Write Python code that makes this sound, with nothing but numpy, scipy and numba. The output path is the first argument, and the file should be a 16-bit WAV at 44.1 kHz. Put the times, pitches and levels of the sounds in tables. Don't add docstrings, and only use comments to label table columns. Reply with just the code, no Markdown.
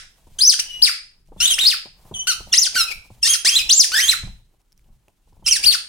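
import sys
import numpy as np
from scipy import signal
from scipy.fft import rfft, irfft, next_fast_len
from scipy.io import wavfile
from scipy.ndimage import uniform_filter1d
from numba import njit

SR = 44100
rng = np.random.default_rng(int(sys.argv[2]) if len(sys.argv) > 2 else 0)


def master_out(mix):
    frames = np.transpose(np.atleast_2d(mix))
    ceiling = np.clip(frames, -1, 1)
    pcm = np.round(ceiling * 32767).astype(np.int16)
    wavfile.write(sys.argv[1], SR, pcm)


N = 259308
LEAD_S = 0.25
M = N + int(LEAD_S * SR)
T = np.arange(M) / SR - LEAD_S

# [f/Hz, level/dB per Hz]
RUMBLE_SPECTRUM = [(8.8, -35.5), (15, 10), (50, 1.5), (75, -8.5), (108, -7), (193, -14), (250, -25.5),
                   (320, -62.5), (550, -120)]
# [f/Hz, level/dB per Hz]
CLOTH_SPECTRUM = [(120, -16.5), (220, -8.5), (500, -6), (900, -4), (1400, -15.5), (3000, -19.5)]
# [f/Hz, level/dB per Hz]
HUSH_SPECTRUM = [(120, -35.5), (200, -3), (416, -4.5), (538, -14.5), (791, -19.5), (1370, -14),
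                 (3490, -26.5), (9230, -25.5), (16000, -33)]
# [f/Hz, level/dB per Hz]
AIR_SPECTRUM = [(700, -14), (1300, -16), (3000, -5.5), (5500, -9.5), (9000, -8), (16000, -17.5)]
# [t/s of the peak, level/dB]
MATTRESS_HEAVES = [(.05, -54), (.34, -48.5), (.62, -63), (0.842, -44), (1.4, -43.5), (1.65, -48.5),
                   (2.15, -41.5), (2.49, -42), (2.8, -49.5), (3, -47.5), (3.22, -49), (3.66, -39.5),
                   (4.079, -53), (4.29, -33.5), (4.919, -48), (5.43, -44), (5.69, -45.5)]
# [t/s, level/dB]
STIRRING = [(0, -71), (.35, -64), (.8, -61.5), (1.17, -78), (1.33, -73), (1.5, -50), (1.92, -71.5),
            (2.15, -59), (2.65, -54.5), (3.1, -63), (3.3, -63.5), (3.68, -55), (4.1, -51.5), (4.3, -66),
            (4.5, -76.5), (4.9, -76), (5.44, -72.5), (5.69, -46), (5.88, -69.5)]
# [f/Hz of the centre, T60 t/s, level/dB]
ROOM_BANDS = [(198.2, .45, -7), (974, 0.31, -6), (2600, 0.37, -5), (5000, 0.37, -10), (7740, 0.34, -9.5),
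              (13300, 0.17, -2.5)]
# [left delay t/ms, right delay t/ms, level/dB]
FIRST_REFLECTIONS = [(.7, 0.53, -10.5), (1.52, 1.25, -25.5), (2.38, 1.5, -16), (3.06, 2.4, -5),
                     (6.76, 6, -10.5), (10.05, 14, -9)]
# [f/Hz, left minus right level/dB]
PORT_SHADE = [(300, -8), (1500, -1.7), (3000, -2.85), (5000, 2.5), (7000, -2.8), (9000, -16.5),
              (12000, -14), (16000, -6.5)]
# [t/s, level/dB, bass share level/dB]
BEDDING_BUMPS = [(0.27, -41.5, -3), (0.39, -42.5, -7), (0.588, -41.5, -19), (0.817, -35.5, -10),
                 (1.287, -52.5, -13.5), (1.32, -34.5, -30), (1.363, -36, 1), (1.407, -39, -6),
                 (1.634, -31.5, -28), (1.856, -33.5, -7.5), (2.051, -40.5, -2), (2.112, -26.5, -1.5),
                 (2.405, -35, -2.5), (2.47, -37, -3), (2.752, -31.5, -27), (3.103, -38.5, 1),
                 (3.239, -37, -18), (3.447, -28.5, -18), (3.657, -47, 9), (3.913, -41, -19),
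                 (4.231, -39, 14), (4.273, -35, -12), (4.54, -54.5, -10), (4.887, -53, 3.5),
                 (5.081, -45.5, -15), (5.274, -50, -14), (5.325, -48, -11), (5.367, -49.5, 0),
                 (5.395, -53, 3), (5.425, -42.5, 3), (5.469, -33.5, -21), (5.642, -41, 5)]
# [t/s, level/dB, ring f/Hz]
TEETH_TICKS = [(0.1846, -63, 2790), (1.2744, -54.5, 5900), (3.104, -61, 5860), (4.616, -58, 5600),
               (4.7216, -47, 5460), (4.7275, -46, 5240), (4.7773, -47.5, 5850), (4.794, -53, 2260),
               (4.8437, -60, 2960), (5.0828, -44.5, 2630), (5.3306, -57.5, 5200)]
# [t/s, pitch f/Hz, air jet level/dB]
SQUEAK_CURVES = [
    [(-0.2, 2500, -26.5), (-0.14, 4070, -12), (-0.09, 2810, -23.5), (-0.06, 1282, -16.5)],
    [(0.385, 3810, -33), (0.389, 3020, -18), (0.403, 3360, -11), (0.41, 4070, -10.5), (0.425, 4905, -6),
     (0.445, 5300, -8.5), (0.48, 6210, 0.5), (0.49, 5770, -6), (0.5, 4650, -6.5), (0.513, 3965, -11.5),
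     (0.525, 3114, -12.5), (0.532, 2017, -23.5), (0.543, 1450, -12)],
    [(0.59, 1303, -15.5), (0.6, 3066, -9.5), (0.608, 2636, -19)],
    [(0.66, 2950, -40), (0.7, 2943, -22.5), (0.76, 2893, -22.5), (0.816, 2900, -24)],
    [(0.818, 2790, -21.5), (0.825, 4640, -10), (0.835, 5204, -3), (0.84, 4667, -5.5), (0.848, 4550, -2.5),
     (0.853, 4100, -7), (0.875, 2357, -11.5), (0.9, 1213, -10.5)],
    [(1.375, 3370, -50), (1.4, 3500, -32.5), (1.404, 2634, -13.5), (1.43, 3087, -6), (1.453, 3042, -10.5),
     (1.458, 3566, 2.5), (1.468, 3770, -26.5), (1.478, 3947, -5), (1.495, 3770, -16), (1.51, 3230, -3.5),
     (1.53, 3047, -15.5), (1.545, 2637, -15)],
    [(1.582, 1323, -14), (1.59, 2856, -7), (1.6, 3490, -9.5), (1.615, 3950, -8.5), (1.63, 3660, -11),
     (1.648, 3578, -1.5), (1.658, 4205, -7.5), (1.668, 4334, -1.5), (1.677, 5310, -8.5),
     (1.686, 4750, -1.5), (1.703, 3820, -9), (1.73, 1907, -14), (1.748, 1146, -17.5)],
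    [(2.14, 3500, -22), (2.148, 3125, -21), (2.17, 2986, -21), (2.185, 3130, -26), (2.195, 3040, -15.5),
     (2.228, 3063, -20.5), (2.25, 3080, -61)],
    [(2.27, 1336, -11), (2.283, 1560, -10.5), (2.295, 1518, -11), (2.31, 1397, -12.5), (2.325, 1227, -15),
     (2.335, 1407, -19)],
    [(2.512, 3345, -56.5), (2.525, 3530, -18.5), (2.529, 2900, -11), (2.5385, 2752, -11.5),
     (2.54, 1850, -11), (2.547, 2107, -11), (2.551, 3060, -10), (2.563, 3390, -11), (2.575, 4850, -9),
     (2.59, 6270, 0), (2.603, 7140, -7), (2.615, 6090, -7.5), (2.63, 5100, -10), (2.645, 3910, -13),
     (2.657, 3100, -13), (2.668, 1635, -20), (2.678, 1400, -18.5)],
    [(2.744, 2487, -24.5), (2.754, 2236, -13), (2.757, 1300, -14.5), (2.765, 1596, -11), (2.78, 1407, -8.5),
     (2.8, 1390, -8), (2.825, 1285, -10.5), (2.845, 1287, -20)],
    [(2.875, 2700, -34), (2.884, 2480, -22), (2.893, 2500, -24), (2.9, 2833, -32.5), (2.912, 2545, -21.5),
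     (2.92, 2250, -19), (2.93, 2555, -31)],
    [(3.218, 2980, -45.5), (3.227, 3316, -24.5), (3.23, 2667, -12), (3.2445, 2785, -17.5),
     (3.2455, 1727, -22.5), (3.265, 1873, -16), (3.275, 2230, -14.5), (3.285, 2857, -17.5),
     (3.292, 3208, -10.5), (3.315, 3225, -10.5), (3.335, 3247, -9), (3.345, 1995, -17), (3.352, 1490, -20),
     (3.36, 1300, -23)],
    [(3.447, 1495, -17), (3.455, 1746, -10.5), (3.465, 2083, -9.5), (3.48, 2441, -9.5), (3.492, 2698, -5),
     (3.5, 3200, -17), (3.525, 3180, -16), (3.548, 3284, -11.5), (3.558, 3505, -6), (3.565, 4050, -7),
     (3.575, 4013, -4.5), (3.585, 3550, -8), (3.595, 2470, -10.5), (3.602, 2596, -14), (3.62, 2353, -19)],
    [(3.69, 2800, -26), (3.694, 2787, -4.5), (3.712, 4290, -1.5), (3.722, 5000, -7), (3.733, 6405, 6),
     (3.75, 7040, -4.5), (3.77, 7600, -11), (3.787, 7270, -2), (3.797, 6240, 0.5), (3.81, 5000, -6.5),
     (3.825, 3920, -17), (3.835, 3200, -12.5), (3.845, 1820, -15), (3.858, 1380, -29)],
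    [(3.918, 1164, -11), (3.926, 1438, -20), (3.945, 1552, -8.5), (3.958, 1787, -14), (3.972, 1628, -7.5),
     (3.98, 1810, -7), (4.0, 2013, -8.5), (4.008, 2547, -11.5), (4.016, 3070, -9.5), (4.04, 3188, -9.5),
     (4.078, 3247, -10.5), (4.087, 3692, -3), (4.095, 4208, 0.5), (4.105, 3884, -6), (4.12, 2364, -8.5),
     (4.142, 1213, -13)],
    [(5.442, 3064, -49), (5.459, 3174, -31.5), (5.465, 2570, -15), (5.475, 2887, -15), (5.481, 2196, -14.5),
     (5.49, 3110, -8.5), (5.502, 3230, -30), (5.512, 3125, -11.5), (5.517, 2840, -21.5), (5.526, 2766, -10),
     (5.535, 2201, -19.5), (5.55, 2340, -23), (5.568, 1647, -17.5), (5.578, 1510, -29)],
    [(5.628, 2414, -23), (5.638, 2255, -11), (5.65, 3336, -12), (5.658, 4027, -8), (5.666, 4860, -6),
     (5.684, 4430, 0), (5.703, 4497, -8), (5.71, 4274, -3), (5.725, 3210, -9), (5.74, 1910, -14.5),
     (5.755, 1285, -12.5)],
]
# [left minus right level/dB, delay at the left port t/ms, hiss level/dB,
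# slope per partial at the start/dB, slope per partial at the end/dB, even partials level/dB, rasp 0-1]
SQUEAK_TRAITS = [(0.9, -0.044, -20.5, 7, -3.5, 0.9, 0), (3, .01, -23, -2, -0.5, -1, 0.09),
                 (2.5, 0.11, -15, -2.5, -3.5, -0.6, 0.02), (3.5, .16, -27.5, -15.5, -19.5, -9, 0.1),
                 (5.5, 0.08, -16, -2, -6.5, -5.5, 0.13), (4.5, 0.059, -15, -5.5, -1.5, -2.5, 0.1286),
                 (3.5, 0.011, -15.5, -10, -8, -3.5, 0.1086), (-0.2, 0.087, -35.5, -9, -10, -1, 0.028),
                 (3, 0.077, -14, -2, -2.5, -1.1, .02), (2.6, -0.014, -33, -2, -2, -0.1, 0.045),
                 (0, -.02, -15.5, -3.5, -3, -1.5, .02), (11.5, -.08, -13.5, -12.5, -16, -2.3, 0),
                 (3, -0.027, -13.5, 0, -0.5, 2, .05), (1.5, -.005, -15, -0.5, -14.5, 0.95, 0.047),
                 (3, -0.025, -21, -7, 1.5, -1.1, 0.089), (0.3, -0.012, -15, -3.5, -8.5, 0.1, 0.041),
                 (-0.5, 0.016, -15.5, -1.5, 0, 2, 0.079), (4.5, .055, -16, -0.5, -1.5, -7, 0.14)]
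# [from t/s, to t/s, depth 0-1]
REED_DOUBLING = [(.389, .402, .4), (1.404, 1.42, .5), (2.529, 2.55, .25), (3.2455, 3.284, .75),
                 (3.447, 3.48, .45), (5.46, 5.483, .3)]
# [f/Hz, level/dB]
BODY_RESONANCE = [(1200, -14.5), (2000, -10.5), (2700, -8.5), (3300, -8.5), (4200, -6), (4800, 0),
                  (5400, 1.5), (6300, -6), (7500, -10.5), (8500, -7.5), (9600, -7.5), (11500, -25),
                  (16000, -28)]
# bump bass (per Hz), padding that swallows treble,
# the dog's head shading the treble, a toy too small to radiate lows
BUMP_BASS = [(30, -19.5), (70, 7.5), (190, 1.5), (350, -26.0)]
PADDING = [(1000, 0.0), (1700, -17.5), (4000, -46.5)]
HEAD_SHADOW = [(6000, 0.013), (14000, -2)]
SMALL_TOY = [(800, -16), (1250, 0)]

SWELL_DB_PER_S, SETTLE_DB_PER_S, REST_DB = 93.5, 132, -71.5
FUR_DB, HUSH_DB = 0, -75
BUMP_T60_S, WOBBLE_T60_S = 0.07, 0.23
STRAND_DB = 2.5
SOFT_DB, PURER = -23.5, 0.5
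HISS_DB_PER_OCTAVE = -8.5
TOP_HZ = 16250
LIMIT_DB, LIMIT_RATIO, ATTACK_S, RELEASE_S = -7, 1.4, 0.002, 0.052


def undb(db):
    return 10 ** (np.asarray(db) / 20)


def shape(table, hz):
    f, v = np.transpose(table)
    return np.interp(np.log(np.maximum(hz, 1)), np.log(f), v)


def colour(x, table):
    size = next_fast_len(x.shape[-1])
    gain = undb(shape(table, np.fft.rfftfreq(size, 1 / SR)))
    return irfft(rfft(x, size) * gain, size)[..., :x.shape[-1]]


def noise(table, alike):
    alike = np.clip(alike, 0, 1)
    mid, side = colour(rng.standard_normal((2, M)), table)
    pair = np.sqrt(1 + alike) * mid + np.sqrt(1 - alike) * side * np.array([[1], [-1]])
    return pair / pair.std()


def walk(rate):
    k = int(SR / rate)
    steps = np.repeat(rng.standard_normal(M // k + 1), k)[:M]
    smooth = uniform_filter1d(uniform_filter1d(steps, k), k)
    return smooth / smooth.std()


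def bedding():
    heave = 0
    for s, db in MATTRESS_HEAVES:
        drop_db = np.where(T < s, SWELL_DB_PER_S * (s - T), SETTLE_DB_PER_S * (T - s))
        heave = heave + undb(db - drop_db)
    stir_db = np.interp(T, *np.transpose(STIRRING))
    rumble = noise(RUMBLE_SPECTRUM, 0.96) * (heave + undb(REST_DB)) * undb(2 * walk(12))
    rustle = noise(CLOTH_SPECTRUM, 0.8) * undb(stir_db + 4 * walk(40))
    fur = noise(AIR_SPECTRUM, 0.51) * undb(stir_db + FUR_DB + 2.5 * walk(83))
    hush = noise(HUSH_SPECTRUM, 0.36) * undb(HUSH_DB)
    return rumble + rustle + fur + hush


def room(x, gap_s=0.006, rise_s=0.016):
    t = np.arange(int(0.7 * SR)) / SR
    hz = np.fft.rfftfreq(len(t), 1 / SR)
    dense = rfft(rng.standard_normal((2, len(t))))
    tail = 0
    for k, (_, t60, db) in enumerate(ROOM_BANDS):
        share = shape([(row[0], j == k) for j, row in enumerate(ROOM_BANDS)], hz)
        band = irfft(dense * share, len(t))
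        tail = tail + band * undb(db - 60 * t / t60) / np.sqrt(SR * t60 / np.log(1e6))
    tail = tail * np.clip((t - gap_s) / rise_s, 0, 1)
    return signal.fftconvolve(x[None], tail, axes=1)[:, :M]


def nearby(x):
    out = x.copy()
    for k, (*lag_ms, db) in enumerate(FIRST_REFLECTIONS):
        for ch in range(2):
            lag = int(lag_ms[ch] * SR / 1000)
            out[ch, lag:] += (-1) ** k * undb(db) * x[ch, :-lag]
    return out


def bumps(push_s=0.0014):
    out = np.zeros((2, M))
    cloth, bass = noise(CLOTH_SPECTRUM, 0.84), noise(BUMP_BASS, 0.97)
    for s, db, bass_db in BEDDING_BUMPS:
        on = np.flatnonzero((T > s) & (T < s + 0.3))
        t = T[on] - s
        push = -np.sin(np.pi * t / push_s) * np.exp(-t / (1.7 * push_s))
        scuff = 0.55 * cloth[:, on] * undb(-60 * t / BUMP_T60_S)
        wobble = 0.5 * undb(bass_db) * bass[:, on] * undb(-60 * t / WOBBLE_T60_S)
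        wobble = wobble * (1 - np.exp(-t / 0.0015))
        out[:, on] += undb(db) * (0.64 * push + scuff + wobble)
    return colour(out, PADDING)


def ticks(t60=0.0064):
    out = np.zeros(M)
    for s, db, hz in TEETH_TICKS:
        on = np.flatnonzero((T > s) & (T < s + 0.02))
        t = T[on] - s
        ring = np.sin(2 * np.pi * hz * t) + 0.479 * rng.standard_normal(len(on))
        out[on] += undb(db) * ring * undb(-60 * t / t60)
    return out


def toy(edge_s=0.00067):
    near, far = np.zeros((2, M)), np.zeros(M)
    flutter_db, drift = 1.2 * walk(150), 1 + 0.006 * walk(200)
    air = noise(AIR_SPECTRUM, 1)[0]
    shake, stumble = walk(2500), walk(1800)
    strands = [STRAND_DB * walk(90) for _ in range(4)]
    weak = sum(depth * ((T > start) & (T < end)) for start, end, depth in REED_DOUBLING)
    for curve, traits in zip(SQUEAK_CURVES, SQUEAK_TRAITS):
        pan_db, lag_ms, air_db, first_db, last_db, even_db, rasp = traits
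        s, *columns = np.transpose(curve)
        on = np.flatnonzero((T > s[0]) & (T < s[-1]))
        t = T[on]
        hz, jet_db = (np.interp(t, s, c) for c in columns)
        turn = 2 * np.pi * np.cumsum(hz * drift[on]) / SR + rasp * stumble[on]
        slope_db = np.interp(t, s[[0, -1]], [first_db, last_db])
        slope_db = slope_db + PURER * np.minimum(jet_db - SOFT_DB, 0)
        partials_db = []
        for k in range(1, 13):
            reed_db = jet_db + slope_db * (k - 1) + even_db * (1 - k % 2)
            partials_db.append(reed_db + shape(BODY_RESONANCE, k * hz) + strands[k % 4][on])
        gate = np.clip(np.minimum(t - s[0], s[-1] - t) / edge_s, 0, 1) * undb(flutter_db[on])
        gate = gate * (1 + rasp * shake[on]) * (1 + weak[on] * np.cos(turn / 2))
        leak_db = HISS_DB_PER_OCTAVE * np.log2(np.maximum(hz / 3000, 1))
        hiss = air[on] * undb(air_db + jet_db + leak_db)
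        for ch, side in enumerate((0.5, -0.5)):
            late = turn - side * 2 * np.pi * hz * lag_ms / 1000
            tone = 0
            for k, db in enumerate(partials_db, 1):
                tone = tone + np.sqrt(2) * undb(db) * np.sin(k * late) * (k * hz < TOP_HZ)
            near[ch, on] += gate * (tone + hiss) * undb(side * pan_db)
        far[on] += gate * (tone + hiss)
    near = colour(near, HEAD_SHADOW)
    return colour(near, SMALL_TOY), colour(far, SMALL_TOY)


@njit
def follow(x, rise, fall):
    out, e = np.empty(len(x)), 1e-6
    for i in range(len(x)):
        e += (x[i] - e) * (rise if x[i] > e else fall)
        out[i] = e
    return out


def scene():
    near, far = toy()
    tick, bump = ticks(), bumps()
    reverb = room(far + 0.4 * tick + 0.2 * bump[0])
    heard = undb(-3) * nearby(near) + tick + reverb
    shade = np.array(PORT_SHADE)
    left = colour(heard[0], shade * [1, 0.5])
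    right = colour(heard[1], shade * [1, -0.5])
    return (np.array([left, right]) + bump + bedding())[:, M - N:]


def record(dry):
    env = follow(np.abs(dry).max(axis=0), 1 / (ATTACK_S * SR), 1 / (RELEASE_S * SR))
    held = dry * np.minimum(undb(LIMIT_DB) / env, 1) ** (1 - 1 / LIMIT_RATIO)
    rounded = 0.88 * np.tanh(held / 0.88)
    top_cut = signal.ellip(14, 0.3, 90, TOP_HZ, fs=SR, output="sos")
    return signal.sosfilt(top_cut, rounded)


dry = scene()
out = record(dry)
master_out(out)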